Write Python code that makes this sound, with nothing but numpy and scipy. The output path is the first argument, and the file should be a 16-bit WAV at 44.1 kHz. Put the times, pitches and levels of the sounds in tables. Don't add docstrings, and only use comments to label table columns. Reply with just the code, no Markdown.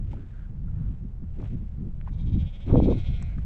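import sys
import numpy as np
from scipy import signal
from scipy.fft import rfft, irfft
from scipy.io import wavfile

SR = 44100
rng = np.random.default_rng(int(sys.argv[2]) if len(sys.argv) > 2 else 0)


def transcribe(u):
    v = np.clip(np.atleast_2d(u).T, -1, 1)
    q = np.round(v * 32767).astype(np.int16)
    wavfile.write(sys.argv[1], SR, q)


N = 152145
T = np.arange(N) / SR

# (time [s], level [dB], top pitch [Hz], roughness [0-1], mouth opening [0-1])
QUAVER_THROBS = [(2.128, -63, 222.3, .55, 0.98), (2.205, -58.5, 263.4, 0.55, .8),
                 (2.285, -58, 280, 0.56, 0.55), (2.338, -56, 270.5, 0.2, 0.66),
                 (2.408, -52.5, 272.8, 0.12, 0.32), (2.478, -56, 276, 0, 0), (2.552, -55.5, 278.6, 0, 0.05),
                 (2.626, -56.5, 285.2, 0.1, 0.06), (2.705, -61, 280.8, 0.15, 0),
                 (2.779, -51.5, 274.4, 0.2, 0.4), (2.843, -50.5, 239, 0.3, 0.64),
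                 (2.916, -51.5, 248.2, .2, 0.8), (2.998, -53, 223.4, 0.3, 0.6),
                 (3.073, -48.5, 277.1, 0.2, 0.2), (3.152, -53, 242, 0.3, 0.06)]
# (frequency [Hz], gain with mouth half shut [dB], gain with mouth wide open [dB])
QUAVER_THROAT_RESPONSE = [(250, -7, -10.5), (550, 0.5, -10), (834, -8, 0.5), (1180, -32.5, -6),
                          (1600, -39.5, -30.5), (1930, -17.5, -23.5), (2330, 0, 0.5), (2546, -6.5, -16.5),
                          (2890, -6, -15), (3346, 4.5, 4), (3380, -1, -9.5), (3680, -1, 5.5),
                          (4070, -21.5, -10), (5540, -22, -19.5), (6500, -32, -16), (8100, -48, -34),
                          (10140, -56.5, -51.5)]
# (time [s], pitch [Hz])
LEVEL_PITCH = [(2.64, 168), (2.72, 175), (2.8, 177.5), (2.9, 178.3), (3.0, 179), (3.1, 180.5),
               (3.16, 179.5), (3.21, 174.8), (3.25, 177), (3.295, 174), (3.335, 167.5), (3.42, 152)]
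# (time [s], level [dB], roughness [0-1])
LEVEL_EFFORT = [(2.62, -98.5, 0.2), (2.67, -59.5, 0.48), (2.77, -64, .2), (2.85, -55.5, 0.4),
                (2.95, -57.5, 0.3), (3.08, -60, 0), (3.19, -57.5, 0.04), (3.28, -56.5, 0.04),
                (3.33, -58.5, .02), (3.36, -65, 0.3), (3.44, -90, .4)]
# (frequency [Hz], gain [dB])
LEVEL_THROAT_RESPONSE = [(180, -4.5), (500, -17), (720, 3.5), (920, -21), (1200, -18), (1440, -1),
                         (1720, -14), (1950, -6), (2200, 7), (2360, 0.5), (2520, 3.5), (2850, -10),
                         (3300, -5), (4150, -3), (4700, -25), (5700, -13), (6600, -31), (7500, -21.5),
                         (9000, -33.5), (11000, -55.5)]
# (time [s], half length [s], level [dB], upper corner [Hz])
GUST_EDDIES = [(-0.01, 0.027, -35.5, 168), (0.153, 0.093, -43, 264), (0.49, 0.31, -51, 199),
               (0.636, 0.062, -35, 118), (0.901, 0.04, -30.5, 141), (1.046, 0.032, -34.5, 165),
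               (1.232, 0.03, -34, 150), (1.405, 0.036, -40, 315), (1.546, 0.034, -32.5, 217),
               (1.628, 0.037, -40.5, 216), (1.839, 0.056, -32.5, 216), (2.112, 0.03, -35, 155),
               (2.291, 0.1, -26, 126.3), (2.358, 0.03, -21, 158.5), (2.432, 0.014, -28, 141.4),
               (2.698, 0.028, -29, 308), (2.753, 0.021, -17, 417), (2.777, 0.022, -18.5, 385),
               (2.827, 0.012, -19.5, 340), (2.86, 0.018, -20, 320), (2.887, 0.013, -17.5, 410),
               (2.914, 0.015, -22.5, 427), (2.935, 0.043, -28.5, 294), (3.105, 0.023, -30, 127.7),
               (3.218, 0.035, -34, 137), (3.383, 0.021, -30, 144)]
# (time [s], peak [dB], width [s], crackle level [dB])
PRESSURE_POPS = [(2.728, -12.5, 0.0016, -59), (2.748, -14, 0.0007, -76), (2.757, -13.5, 0.00036, -59.5),
                 (2.78, -14, 0.0012, -60.5), (2.802, -14, 0.00041, -77)]
# (time [s], level [dB])
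RUMBLE_LEVEL = [(0, -27.5), (.12, -31), (.27, -39.5), (.4, -34.5), (.58, -34), (.63, -30.5), (.89, -27),
                (.97, -36), (1.5, -30), (1.72, -33.5), (2.08, -30.5), (2.31, -25.5), (2.44, -23.5),
                (2.49, -32.5), (2.62, -36), (2.74, -17.5), (2.95, -23.5), (3.04, -28.5), (3.11, -21),
                (3.18, -28.5), (3.45, -28)]
# (frequency [Hz], relative level [dB])
RUMBLE_SPECTRUM = [(8, -4), (24, 2.5), (45, 0.5), (75, -2), (110, -6), (180, -15), (300, -36), (600, -48.5),
                   (1500, -63.5), (5000, -100)]
# (time [s], peak [dB], centre [Hz], width [Hz], decay [s])
SMALL_TICKS = [(0.132, -38, 614, 380, 0.0049), (.17, -50, 1160, 513, 0.0039),
               (1.241, -53, 810, 880, 0.0024), (1.401, -45, 696, 1700, 0.0024),
               (1.417, -55, 1500, 4000, 0.0045), (1.427, -41, 600, 704, 0.0026),
               (1.456, -49, 900, 2220, 0.011), (2.0129, -39, 1600, 1550, 0.0011),
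               (2.075, -37, 916, 300, 0.0048), (2.7, -33.5, 690, 600, 0.0057),
               (2.923, -27, 745, 300, 0.0038), (2.988, -60, 9055, 2040, .006),
               (3.225, -43.5, 6600, 1900, 0.0022), (3.225, -42.5, 1220, 700, 0.0031),
               (3.32, -52, 1440, 593, 0.0042), (3.382, -42.5, 1280, 695, 0.0051)]
# (time [s], half length [s], level [dB], centre [Hz], width [Hz])
FAINT_SWISHES = [(0.208, 0.085, -68, 1510, 290), (0.394, 0.091, -65.5, 1500, 250),
                 (0.683, 0.011, -65, 1346, 118), (0.821, 0.1, -68.5, 1380, 293),
                 (1.432, 0.051, -57, 590, 345), (2.082, 0.016, -58, 1490, 800),
                 (2.709, 0.026, -46, 850, 352)]
# (time [s], level [dB])
RUSTLE_LEVEL = [(0, -72.5), (.14, -64), (.27, -70.5), (.37, -67), (.53, -79.5), (.68, -76), (.8, -71.5),
                (.95, -70.5), (1.2, -88.5), (1.35, -73), (1.42, -62.5), (1.5, -65), (1.6, -71),
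                (1.8, -75.5), (2.0, -75), (2.35, -65.5), (2.6, -64), (3.45, -64)]
# (frequency [Hz], relative level [dB])
RUSTLE_SPECTRUM = [(200, -5), (600, 6), (1000, -7), (1500, -3.5), (2200, -2), (3400, -7), (4500, -16.5),
                   (7500, -20.5), (10000, -32), (15000, -42)]
# (frequency [Hz], relative level [dB])
AIR_SPECTRUM = [(200, -4.5), (400, -11.5), (700, -17.5), (1500, -26), (3000, -36.5), (4500, -41.5),
                (7500, -44.5), (10000, -53), (15000, -58)]


def quavering_sheep():
    attack_s, release_s = 0.012, 0.07
    depth_db, fullness, pitch_dip_hz = 12.5, 2.6, 30
    pitch_lag, pitch_drop = 0.12, 0.16
    times = np.array(QUAVER_THROBS)[:, 0]
    db, top_hz, rough, mouth = curve(QUAVER_THROBS)
    start, end = times[0] - attack_s, times[-1] + release_s
    marks = np.r_[start, times, end]
    cycle = np.interp(T, marks, np.r_[-0.5, np.arange(len(times)), len(times) - 0.3])
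    slack = np.interp((cycle - pitch_lag) % 1, [0, pitch_drop, 1], [0, 1, 0])
    hz = top_hz - pitch_dip_hz * np.sin(np.pi / 2 * slack) ** 2
    source = folds(hz, rough, jitter=0.045, shimmer_db=0.5)
    throat = np.array(QUAVER_THROAT_RESPONSE)
    half_shut = colour(source, throat[:, [0, 1]])
    wide_open = colour(source, throat[:, [0, 2]])
    voice = (1 - mouth) * half_shut + mouth * wide_open
    fade = np.minimum((T - start) / attack_s, (end - T) / release_s)
    gate = np.sqrt(np.clip(fade, 0, 1))
    dip_db = depth_db * abs(np.sin(np.pi * cycle)) ** fullness
    return voice * gate * amp(db - dip_db)


def level_sheep():
    shut_at_s, shut_time_s, shut_hz, shut_share = 3.15, 0.17, 2450, 0.78
    mean_hz, = curve(LEVEL_PITCH)
    db, rough = curve(LEVEL_EFFORT)
    hz = mean_hz * (1 + 0.002 * wander(22))
    source = folds(hz, rough, jitter=0.02, shimmer_db=0.9)
    voice = colour(source, LEVEL_THROAT_RESPONSE)
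    lowpass = signal.butter(8, shut_hz, fs=SR, output="sos")
    muffled = signal.sosfiltfilt(lowpass, voice)
    shut = shut_share * np.clip((T - shut_at_s) / shut_time_s, 0, 1)
    gate = np.clip((T - LEVEL_EFFORT[0][0]) / 0.027, 0, 1)
    return ((1 - shut) * voice + shut * muffled) * gate * amp(db)


def folds(hz, rough, jitter, shimmer_db):
    turns = np.cumsum(hz * (1 + jitter * rough * wander(120))) / SR
    pulses = sum(np.cos(2 * np.pi * k * turns) for k in range(1, 64))
    puffs = np.exp(-(turns % 1) / 0.12) * rng.standard_normal(N)
    mix = (1 - rough) * unit(pulses) + rough * unit(puffs)
    return mix * amp(shimmer_db * wander(120)) / np.hypot(1 - rough, rough)


def field(x, wet_db, t60_s):
    t = T[:SR // 2]
    tail = rng.standard_normal(len(t)) * amp(-60 * t / t60_s) * (t > 0.004)
    return x + amp(wet_db) * signal.fftconvolve(x, tail / np.linalg.norm(tail))[:N]


def gusts():
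    low_hz, slope, rough_db = 86, 4.17, 0.87
    hz = np.fft.rfftfreq(SR, 1 / SR)
    highpass = (hz / np.hypot(hz, low_hz)) ** 2
    out = np.zeros(N)
    for at, half, db, corner_hz in GUST_EDDIES:
        shape = highpass / np.hypot(1, (hz / corner_hz) ** slope)
        noise = irfft(rfft(rng.standard_normal(SR)) * shape)
        eddy = steadied(noise, span_s=min(half, 0.058))
        out += np.resize(eddy, N) * amp(db) * np.exp(-((T - at) / half) ** 2)
    return out * amp(rough_db * wander(110))


def pops():
    crackle_decay_s = 0.00061
    out = np.zeros(N)
    for at, db, width_s, crackle_db in PRESSURE_POPS:
        u = (T - at) / width_s
        out += amp(db) * u * np.exp(0.5 - 0.5 * u ** 2)
        crackle = rng.standard_normal(N) * np.exp(-abs(T - at) / crackle_decay_s)
        out += amp(crackle_db) * crackle
    return out


def rumble():
    db, = curve(RUMBLE_LEVEL)
    noise = colour(rng.standard_normal(N), RUMBLE_SPECTRUM)
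    return steadied(noise, span_s=0.039) * amp(db)


def ticks():
    hz, out = np.fft.rfftfreq(N, 1 / SR), np.zeros(N)
    for at, db, centre_hz, width_hz, decay_s in SMALL_TICKS:
        burst = rng.standard_normal(N) * (T >= at) * np.exp(-abs(T - at) / decay_s)
        resonance = np.exp(-((hz - centre_hz) / width_hz) ** 2)
        tick = irfft(rfft(burst) * resonance, N)
        out += amp(db) * tick / abs(tick).max()
    return out


def swishes():
    hz, out = np.fft.rfftfreq(N, 1 / SR), np.zeros(N)
    for at, half, db, centre_hz, width_hz in FAINT_SWISHES:
        resonance = 1 / (1 + ((hz - centre_hz) / width_hz) ** 2)
        band = irfft(rfft(rng.standard_normal(N)) * resonance, N)
        out += unit(band) * amp(db) * np.exp(-((T - at) / half) ** 2)
    return out


def grass():
    grains_per_s, grain_spread_db, flutter_db, air_db = 3000, 2.5, 1.8, -59.5
    db, = curve(RUSTLE_LEVEL)
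    struck = rng.random(N) < grains_per_s / SR
    grain_db = grain_spread_db * np.minimum(rng.exponential(1, N), 4)
    grains = rng.standard_normal(N) * struck * amp(grain_db)
    rustle = colour(grains, RUSTLE_SPECTRUM) * amp(db + flutter_db * wander(42))
    air = amp(air_db) * colour(rng.standard_normal(N), AIR_SPECTRUM)
    return rustle + air


def amp(db):
    return 10 ** (np.asarray(db) / 20)


def unit(x):
    return x / np.sqrt(np.mean(x ** 2) + 1e-20)


def curve(rows):
    times, *columns = np.transpose(rows)
    return [np.interp(T, times, c) for c in columns]


def colour(x, points):
    f, db = np.transpose(points)
    hz = abs(np.fft.fftfreq(8192, 1 / SR))
    log_gain = np.log(amp(np.interp(np.log(hz + 1), np.log(f + 1), db)))
    response = np.exp(np.conj(signal.hilbert(log_gain)))
    taps = np.fft.ifft(response).real[:4096]
    return unit(signal.fftconvolve(x, taps)[:N])


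def wander(rate_hz):
    hz = np.fft.rfftfreq(N, 1 / SR)
    return unit(irfft(rfft(rng.standard_normal(N)) / (1 + (hz / rate_hz) ** 4), N))


def steadied(x, span_s):
    window = signal.windows.hann(2 * max(int(span_s * SR), 2))
    power = signal.fftconvolve(x ** 2, window / window.sum(), "same")
    return x / np.sqrt(abs(power) + 1e-12)


def scene():
    sheep = field(quavering_sheep() + level_sheep(), wet_db=-21, t60_s=0.25)
    wind = gusts() + pops() + rumble()
    small_noises = ticks() + swishes() + grass()
    return (sheep + wind + small_noises)[None]


def record(dry):
    cutoff_hz = 15400
    lowpass = signal.firwin(511, cutoff_hz, window=("kaiser", 9), fs=SR)
    return signal.oaconvolve(dry, lowpass[None], "same")


dry = scene()
out = record(dry)
transcribe(out)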